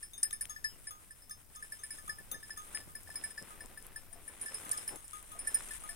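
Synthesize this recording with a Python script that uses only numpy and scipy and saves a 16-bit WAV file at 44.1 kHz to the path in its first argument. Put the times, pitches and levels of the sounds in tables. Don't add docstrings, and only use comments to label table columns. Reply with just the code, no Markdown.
import sys
import numpy as np
from scipy import signal
from scipy.fft import rfft, irfft, next_fast_len
from scipy.io import wavfile
from scipy.ndimage import uniform_filter1d

SR = 44100
rng = np.random.default_rng(int(sys.argv[2]) if len(sys.argv) > 2 else 0)


def inscribe(sig):
    pcm = np.round(np.clip(np.atleast_2d(sig).T, -1, 1) * 32767)
    wavfile.write(sys.argv[1], SR, pcm.astype(np.int16))


N = 262395

# (time [s], stalk level [dB], tread level [dB])
GRAZING = [(0.0, -61.5, -74.5), (0.6, -60.5, -66.5), (1.4, -62.5, -73), (1.94, -55.5, -65.5),
           (2.37, -58, -67.5), (2.77, -51, -58.5), (2.95, -60, -66), (3.35, -53.5, -60.5), (3.8, -63, -61),
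           (4.21, -59.5, -65.5), (4.44, -52, -58.5), (4.7, -48.5, -54), (4.81, -50.5, -58),
           (4.94, -51.5, -59), (5.07, -55, -67.5), (5.42, -55, -59.5), (5.58, -45.5, -54.5),
           (5.74, -49.5, -59.5), (5.95, -53.5, -65.5)]


def undb(db):
    return 10 ** (np.asarray(db) / 20)


def sides(pan_db):
    gain = undb(np.array([pan_db, -pan_db]) / 2)
    return gain / np.sqrt(np.mean(gain ** 2, axis=0))


def colour(x, points):
    hz, db = np.transpose(points)
    size = next_fast_len(N)
    log_hz = np.log(np.arange(size // 2 + 1) * SR / size + 1)
    gain = undb(np.interp(log_hz, np.log([hz[0] / 2, *hz, hz[-1] * 2]), [db[0] - 40, *db, db[-1] - 40]))
    y = irfft(rfft(x, size) * gain, size)[..., :N]
    return y / np.sqrt(np.mean(y ** 2))


def walk(rate):
    k = int(SR / rate)
    steps = np.repeat(rng.standard_normal(N // k + 1), k)
    return 1.7 * uniform_filter1d(uniform_filter1d(steps, k), k)[:N]


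def add(out, s, x):
    i = int(s * SR)
    out[:, i:i + x.shape[1]] += x[:, :N - i]


def follow(curve):
    s, *columns = np.transpose(curve)
    return [np.interp(np.arange(N) / SR, s, c) for c in columns]


def at_blows(curve, blows):
    s, *columns = np.transpose(curve)
    return np.transpose([np.interp(np.transpose(blows)[0], s, c) for c in columns])


def burst(hz, ms):
    age = np.arange(1024) / SR * 1000 / ms
    noise = 0.71 * rng.standard_normal(len(age)) + 0.68 * rng.standard_normal((2, len(age)))
    band_hz = [hz / (1.3 if hz > 6000 else 1.9), min(hz * 1.27, 16000)]
    band = signal.butter(2, band_hz, "band", fs=SR, output="sos")
    x = signal.sosfilt(band, noise * age * np.exp(-2 * age))
    return x / np.abs(x).max(axis=1, keepdims=True)


def field():
    # (frequency [Hz], density [dB])
    air_spectrum = [(15, 19), (25, -2), (80, 2.5), (114, -3), (141, -6), (300, -13.5), (700, -21.5),
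                    (1500, -25.5), (3000, -59), (5000, -20.5), (7500, -32), (9500, -35), (12000, -15),
                    (16000, -19)]
    # (time [s], gain [dB])
    air_swell = [(0, 0.5), (.7, 0.8), (1.4, -1.5), (2.7, 1.9), (4.2, -1), (5.2, 0.4), (5.95, 1.5)]
    # (time [s], level [dB])
    breeze_levels = [(0, -69.5), (3.4, -71), (3.64, -56.5), (3.8, -66.5), (5, -68), (5.95, -54)]
    air = 0.75 * rng.standard_normal(N) + 1.16 * rng.standard_normal((2, N))
    breeze = 0.74 * rng.standard_normal(N) + rng.standard_normal((2, N))
    breeze = colour(breeze, [(15, -7), (30, -3.0), (50, -5.5)]) * undb(follow(breeze_levels)[0])
    air_db = -58 + follow(air_swell)[0] + 1.4 * walk(3.98)
    return colour(air, air_spectrum) * undb(air_db) * sides(0.74)[:, None] + breeze


def far_bird():
    # (time [s], pitch [Hz])
    pitch_arch = [(.66, 2700), (.70, 3080), (.78, 2730)]
    s, hz = np.transpose(pitch_arch)
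    time = np.arange(s[0], s[-1], 1 / SR)
    tone = np.sin(2 * np.pi * np.cumsum(np.interp(time, s, hz)) / SR)
    tone *= walk(400)[:len(time)] * np.hanning(len(time))
    out = np.zeros((2, N))
    add(out, s[0], undb(-68) * np.array([tone, tone]))
    return out


def wind_puffs():
    # (time [s], length [s], level [dB], upper edge [Hz])
    port_gusts = [(1.936, 0.019, -58, 496), (2.039, 0.0078, -53.5, 490), (2.087, 0.02, -55, 597),
                  (2.199, 0.017, -53.5, 500), (2.315, 0.054, -53, 547), (2.871, 0.01, -49.5, 337),
                  (3.412, 0.028, -49.5, 570), (3.644, 0.022, -52, 535), (4.902, 0.069, -47.5, 790)]
    out = np.zeros((2, N))
    for s, length, db, top_hz in port_gusts:
        size = int(length * SR)
        band = signal.butter(2, [120, top_hz], "band", fs=SR, output="sos")
        gust = signal.sosfilt(band, rng.standard_normal(size + 2000))[2000:]
        add(out, s, undb(db) * np.array([[1], [.15]]) * gust / gust.std() * np.hanning(size) ** 0.11)
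    return out


def grains(rate, scatter_db, alike):
    sizes = (rng.random(N) < rate / SR) * undb(scatter_db * rng.exponential(size=N).clip(0, 3.5))
    tail = np.exp(-np.arange(200) / SR / .0008)
    envelope = np.sqrt(signal.fftconvolve(sizes ** 2, tail)[:N].clip(0))
    shared = np.sqrt(alike) * rng.standard_normal(N)
    return envelope * (shared + np.sqrt(1 - alike) * rng.standard_normal((2, N)))


def rustle():
    # (frequency [Hz], density [dB])
    stalk_spectrum = [(900, -10.5), (1500, -6), (2900, -8), (3600, -9), (4600, -16.5), (6900, -9.5),
                      (8500, 1), (9840, 4.04), (11500, -8.5), (13000, -11.5), (16000, -37)]
    tread_spectrum = [(100, -10), (200, -3), (500, -3.5), (1000, -6), (2000, -7), (4000, -16)]
    stalk_db, tread_db = follow(GRAZING)
    stalks = colour(grains(1400, 0.52, alike=0.021), stalk_spectrum) * undb(stalk_db + 1.7 * walk(25))
    stalks *= sides(2.9 + 1.1 * walk(3.59))
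    tread = colour(grains(900, 1.17, alike=0.57), tread_spectrum) * undb(tread_db + 1.76 * walk(35))
    return stalks + tread


def snaps_and_clanks(lesser_per_s=25):
    # (time [s], peak [dB], pitch [Hz], pan [dB])
    sharp_clicks = [(0.232, -16.5, 7800, -24), (.3087, -38, 3200, 17), (0.31, -33, 9500, 4),
                    (0.4194, -38, 7900, 17), (0.4533, -33.5, 2650, 9), (0.4552, -33.5, 9100, 22),
                    (.642, -32.5, 6500, 6), (1.296, -40, 7740, 3), (1.5598, -37, 7360, 2),
                    (2.3146, -40, 5450, -19), (2.495, -43.5, 1300, 1.1), (2.7734, -30, 2120, 8),
                    (2.786, -47, 2170, 18), (3.0051, -45, 2200, .1), (3.033, -39, 10500, 3),
                    (3.0905, -43, 900, 3), (3.2128, -42.5, 3000, 5), (3.4248, -36, 7800, -2),
                    (3.659, -38, 9300, 6), (3.8253, -36.5, 9500, 15), (3.8665, -34.5, 11200, -2.1),
                    (4.693, -28.5, 9600, 4), (4.718, -27.5, 6500, 7), (4.7325, -25, 10200, 5),
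                    (4.7774, -30, 8100, 19), (4.8907, -36.5, 2270, -22), (4.958, -32.5, 9700, 3),
                    (5.0797, -35, 8950, -3), (5.1096, -36, 8280, 2.5), (5.2272, -36, 10500, 4),
                    (5.4799, -34.5, 7700, 12), (5.6005, -40.5, 9300, 8), (5.6053, -36.5, 1450, 4),
                    (5.6863, -35, 8150, -8)]
    out = np.zeros((2, N))
    moment, force, pitch, side = rng.random((int(lesser_per_s * N / SR), 4)).T
    when = moment * (N / SR - .03)
    stalk_db = np.interp(when, *np.transpose(GRAZING)[:2])
    lesser = zip(when, stalk_db + 1 + 9.7 * (force - .5), 6200 * 2.46 ** pitch, 3.8 + 66 * (side - .5))
    for s, db, hz, pan_db in [*sharp_clicks, *lesser]:
        add(out, s, undb(db) * sides(pan_db)[:, None] * burst(hz, ms=0.9 + 900 / hz))
    return out


def excite(blows, response):
    _, strength, hardness, spot = np.transpose(blows)[..., None]
    offset_db, share, side, off_middle = np.transpose(response)
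    spot_db = np.minimum(side * spot, 0) - off_middle * abs(spot)
    loose = (side == 0) & (np.arange(len(response)) > 0)
    scatter_db = 2.5 * loose * rng.standard_normal((len(blows), len(response)))
    return strength + offset_db + share * hardness + spot_db + scatter_db


def bell(blows, group_db, pitches, rings, pan_hz, pans_db, leads_ms, rise_ms, clank_db):
    times = np.transpose(blows)[0]
    out, remaining_db, phase = np.zeros((2, N)), {}, {}
    waver = undb(1.6 * walk(90))
    drift = 0.00096 * walk(30)
    for s, until, levels, pans, lead in zip(times, [*times[1:], N / SR], group_db, pans_db, leads_ms):
        age = np.arange(int(min(until - s + rise_ms / 1000, N / SR - s, .3) * SR)) / SR
        gate = np.clip(age * 1000 / rise_ms, 0, 1) * np.clip((age[-1] - age) * 1000 / rise_ms, 0, 1)
        at_port = int(s * SR) / SR + age + np.array([[lead], [-lead]]) / 2000
        bend = np.cumsum(drift[int(s * SR):][:len(age)]) / SR
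        clank = burst(8240, ms=2) + 0.14 * burst(2120, ms=25) + 0.15 * burst(4400, ms=1.2)
        add(out, s, undb(max(levels) + clank_db) * sides(pans[-1])[:, None] * clank)
        for db, group_hz, group in zip(levels, pitches, rings):
            for hz, (t60, mode_db) in zip(group_hz, group):
                new_phase = rng.random()
                sway = np.roll(waver, rng.integers(N))[:len(age)]
                if hz != group_hz[0]:
                    sway = sway * undb(1.5 * rng.standard_normal())
                if db > remaining_db.get(hz, -120) + 4:
                    phase[hz] = new_phase
                remaining_db[hz] = db - 60 * (until - s) / t60
                beam_db = 8.3 * (hz > 11800)
                pan_db = np.interp(np.log(hz), np.log(pan_hz), pans) + beam_db
                tone = np.sin(2 * np.pi * (hz * (at_port + bend) + phase[hz]))
                envelope = np.exp(-np.log(1000) * age / t60) * gate * sway
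                add(out, s, undb(db + mode_db) * sides(pan_db)[:, None] * tone * envelope)
    return out


def far_bell():
    # (time [s], strength [dB], hardness [dB], rim spot [dB])
    blows = [(4.114, -61, 0, 0), (4.156, -55, 0, 0), (5.351, -55.5, 0, 0), (5.894, -54.5, 0, 0)]
    # (t60 [s], gain [dB])
    pitches = [
        [685],
    ]
    rings = [
        [(0.152, 1.5)],
    ]
    # (offset [dB], hardness share, pair side, off-middle loss)
    response = [(0, 0, 0, 0)]
    return bell(blows, excite(blows, response), pitches, rings, pan_hz=[685],
                pans_db=[[1.8]] * len(blows), leads_ms=[0] * len(blows), rise_ms=2.5, clank_db=-30)


def large_bell():
    # (time [s], strength [dB], hardness [dB], rim spot [dB])
    blows = [(0.133, -64.5, 21, 12), (0.306, -49, -3, 12), (0.495, -48.5, 1.5, -12),
             (0.907, -48, -11.5, -18), (1.295, -49, -7.5, 15), (1.562, -49.5, -14, 0.5),
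             (1.791, -52, -4.5, 18), (1.974, -56, -10, 0), (2.078, -45, -17, -12), (2.314, -45.5, 0, 16),
             (2.574, -42.5, -15, 1), (2.887, -56, -34, -2.1), (3.505, -50.5, -25, -16),
             (4.648, -47, -18, 5), (4.738, -47, -16, -7), (4.96, -53.5, -10.5, 4),
             (5.132, -43.5, -19.5, -25), (5.317, -48.5, -19, -16), (5.836, -48, -18, -21)]
    # (t60 [s], gain [dB])
    pitches = [
        [1239],
        [3420],
        [3631],
        [6328],
        [6533],
        [9790, 10152, 14262],
    ]
    rings = [
        [(.25, 0.75)],
        [(0.19, 1)],
        [(0.298, -0.6)],
        [(.25, 0.1)],
        [(.22, 0.12)],
        [(0.048, 1), (0.09, 3.5), (0.1, -3.5)],
    ]
    # (offset [dB], hardness share, pair side, off-middle loss [dB/dB])
    response = [(2.5, 0, -0.39, 0), (-4, 0.44, -.8, 0), (-5.5, 1, 1, 0.0053), (-2, 0.72, 1, -0.097),
                (4.5, 0.97, -1.26, 0), (5.6, 0.46, 0, 0.024)]
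    # (time [s], low pan [dB], high pan [dB])
    bearing = [(0, .6, 6.2), (1.3, -2.5, 8), (3.5, -5.5, 6.7), (4.8, -0.5, 6), (5.15, 10, 4.3),
               (5.95, 9, 2.1)]
    return bell(blows, excite(blows, response), pitches, rings, pan_hz=[1239, 6400],
                pans_db=at_blows(bearing, blows), leads_ms=[0.467] * len(blows), rise_ms=2.1, clank_db=2)


def small_bell():
    # (time [s], strength [dB], hardness [dB], rim spot [dB])
    blows = [(0.027, -43.5, 8.5, -13.5), (0.177, -54, 18.5, 2), (0.229, -35.5, 19, 11.5),
             (0.25, -36, 5.5, 7), (0.327, -34, 6, -44), (0.409, -36, 11, -20), (0.422, -52.5, 21, -18),
             (0.502, -41.5, -1, -14), (0.561, -39.5, -19, 0), (0.643, -24.5, -10, 1.5), (0.87, -44, 8, -12),
             (1.106, -45.5, 0.5, 5), (1.219, -58.5, 10, 10), (1.308, -43, 4, 1), (1.55, -49.5, 1, 5),
             (1.624, -38.5, -3, -30), (1.72, -38.5, 3.5, -7), (1.834, -41.5, 8, -21),
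             (1.905, -41, 9.5, -15), (1.983, -42, -5, -5), (2.093, -32, -4, -22), (2.184, -42.5, -7, 16),
             (2.343, -39.5, -3.5, -38), (2.428, -41, -8.5, 17), (2.504, -34.5, -8, -4),
             (2.569, -44.5, -1, 14), (2.746, -32.5, 3, -14), (2.801, -45.5, -9, -3),
             (2.951, -42.5, 3.5, 0.5), (3.072, -50, -6, -2.1), (3.101, -43, -5, 6), (3.155, -46, 18, 2.5),
             (3.237, -36.5, 8, -24), (3.304, -52, 10, 3), (3.377, -33, -13.5, -12), (3.605, -41, 1.5, -14),
             (3.773, -43, 1.5, 7), (3.959, -35.5, -1, 24), (4.127, -49.5, 14.5, 39),
             (4.277, -43.5, 5.5, -46), (4.412, -51.5, 22.5, -35), (4.458, -39, 6.5, -53),
             (4.481, -36.5, -18, 7), (4.541, -46, 14.5, -4), (4.712, -47.5, 26, 7), (4.728, -38, -15, 10),
             (4.772, -48.5, 20, 6), (4.876, -43, 15.5, -1), (5.042, -60.5, 22, 18),
             (5.389, -51, 21.5, -5.5), (5.447, -48, 3, 3), (5.471, -29, 0, -4), (5.543, -43.5, 26, 6.5),
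             (5.559, -35.5, 1.5, -5), (5.707, -39.5, 1, 14), (5.741, -46.5, -6, -5), (5.89, -38.5, 1.5, .1)]
    # (t60 [s], gain [dB])
    pitches = [
        [1754],
        [5236, 4846],
        [9097],
        [9384, 2260],
        [12265],
        [14010],
    ]
    rings = [
        [(0.088, 0.18)],
        [(0.19, 1.3), (0.097, -7.5)],
        [(0.075, 3.3)],
        [(.11, -1.5), (.15, -24)],
        [(.18, 12)],
        [(0.059, 6.9)],
    ]
    # (offset [dB], hardness share, pair side, off-middle loss [dB/dB])
    response = [(1.53, 0, -0.1, 0), (-9.5, 0.45, 0, 0.18), (-1, 0.87, 0.64, 0), (1.66, 0.96, -1.4, 0),
                (-25.5, 0.55, 0, 0.47), (-16, 0.89, 0, 0.028)]
    # (time [s], left lead [ms], low pan [dB], middle pan [dB], high pan [dB])
    bearing = [(0, 0.2, 4, 1, -3), (.23, 0.242, 7.5, 1, 4), (.4, .24, 7, 2, -0.5), (.65, 0.25, 6.5, 4, 3),
               (.87, -.1, 11, 2.5, .6), (1.1, -.19, 3, 7, -7), (1.6, -0.19, 1, 4, -4),
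               (1.9, -0.078, 6, -16, -1), (2.1, -0.13, 5.5, -15, 6), (2.75, -0.089, 3, -8.5, 9),
               (3.2, -0.036, 5, -16, 0.5), (3.7, -0.02, 4, 7, 8), (4.0, -0.16, -1, .1, 29),
               (4.5, -0.19, 2.1, 21, -8), (5.1, -.18, -2, -9, 1), (5.38, 0.23, 9, -3, -2),
               (5.95, 0.067, 8, 5, 0)]
    # (time [s], gain [dB])
    middle_swell = [(0, 0.5), (1.15, 3.5), (1.9, 0.7), (2.6, 3), (3.3, 2.5), (4.0, -2.1), (4.45, -2),
                    (4.8, 1.5), (5.4, 1.5), (5.6, 0), (5.95, -4)]
    turn = at_blows(bearing, blows)
    twist_db = 3 * rng.standard_normal((len(blows), 3)) * [0, 1, 1]
    group_db = excite(blows, response)
    group_db[:, 1:2] += at_blows(middle_swell, blows)
    group_db[:, 4:] -= 5.5 * rng.exponential(size=(len(blows), 2))
    return bell(blows, group_db, pitches, rings, pan_hz=[1754, 5236, 9200],
                pans_db=turn[:, 1:] + twist_db, leads_ms=turn[:, 0], rise_ms=3.58, clank_db=-12)


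def scene():
    bells = small_bell() + large_bell() + far_bell()
    return bells + snaps_and_clanks() + wind_puffs() + rustle() + field() + far_bird()


def record(dry):
    top = signal.sosfiltfilt(signal.butter(4, 11800, "high", fs=SR, output="sos"), dry)
    heard = dry - np.array([[0], [.65]]) * top
    return signal.sosfilt(signal.ellip(10, .3, 75, 15950, fs=SR, output="sos"), heard)


dry = scene()
out = record(dry)
inscribe(out)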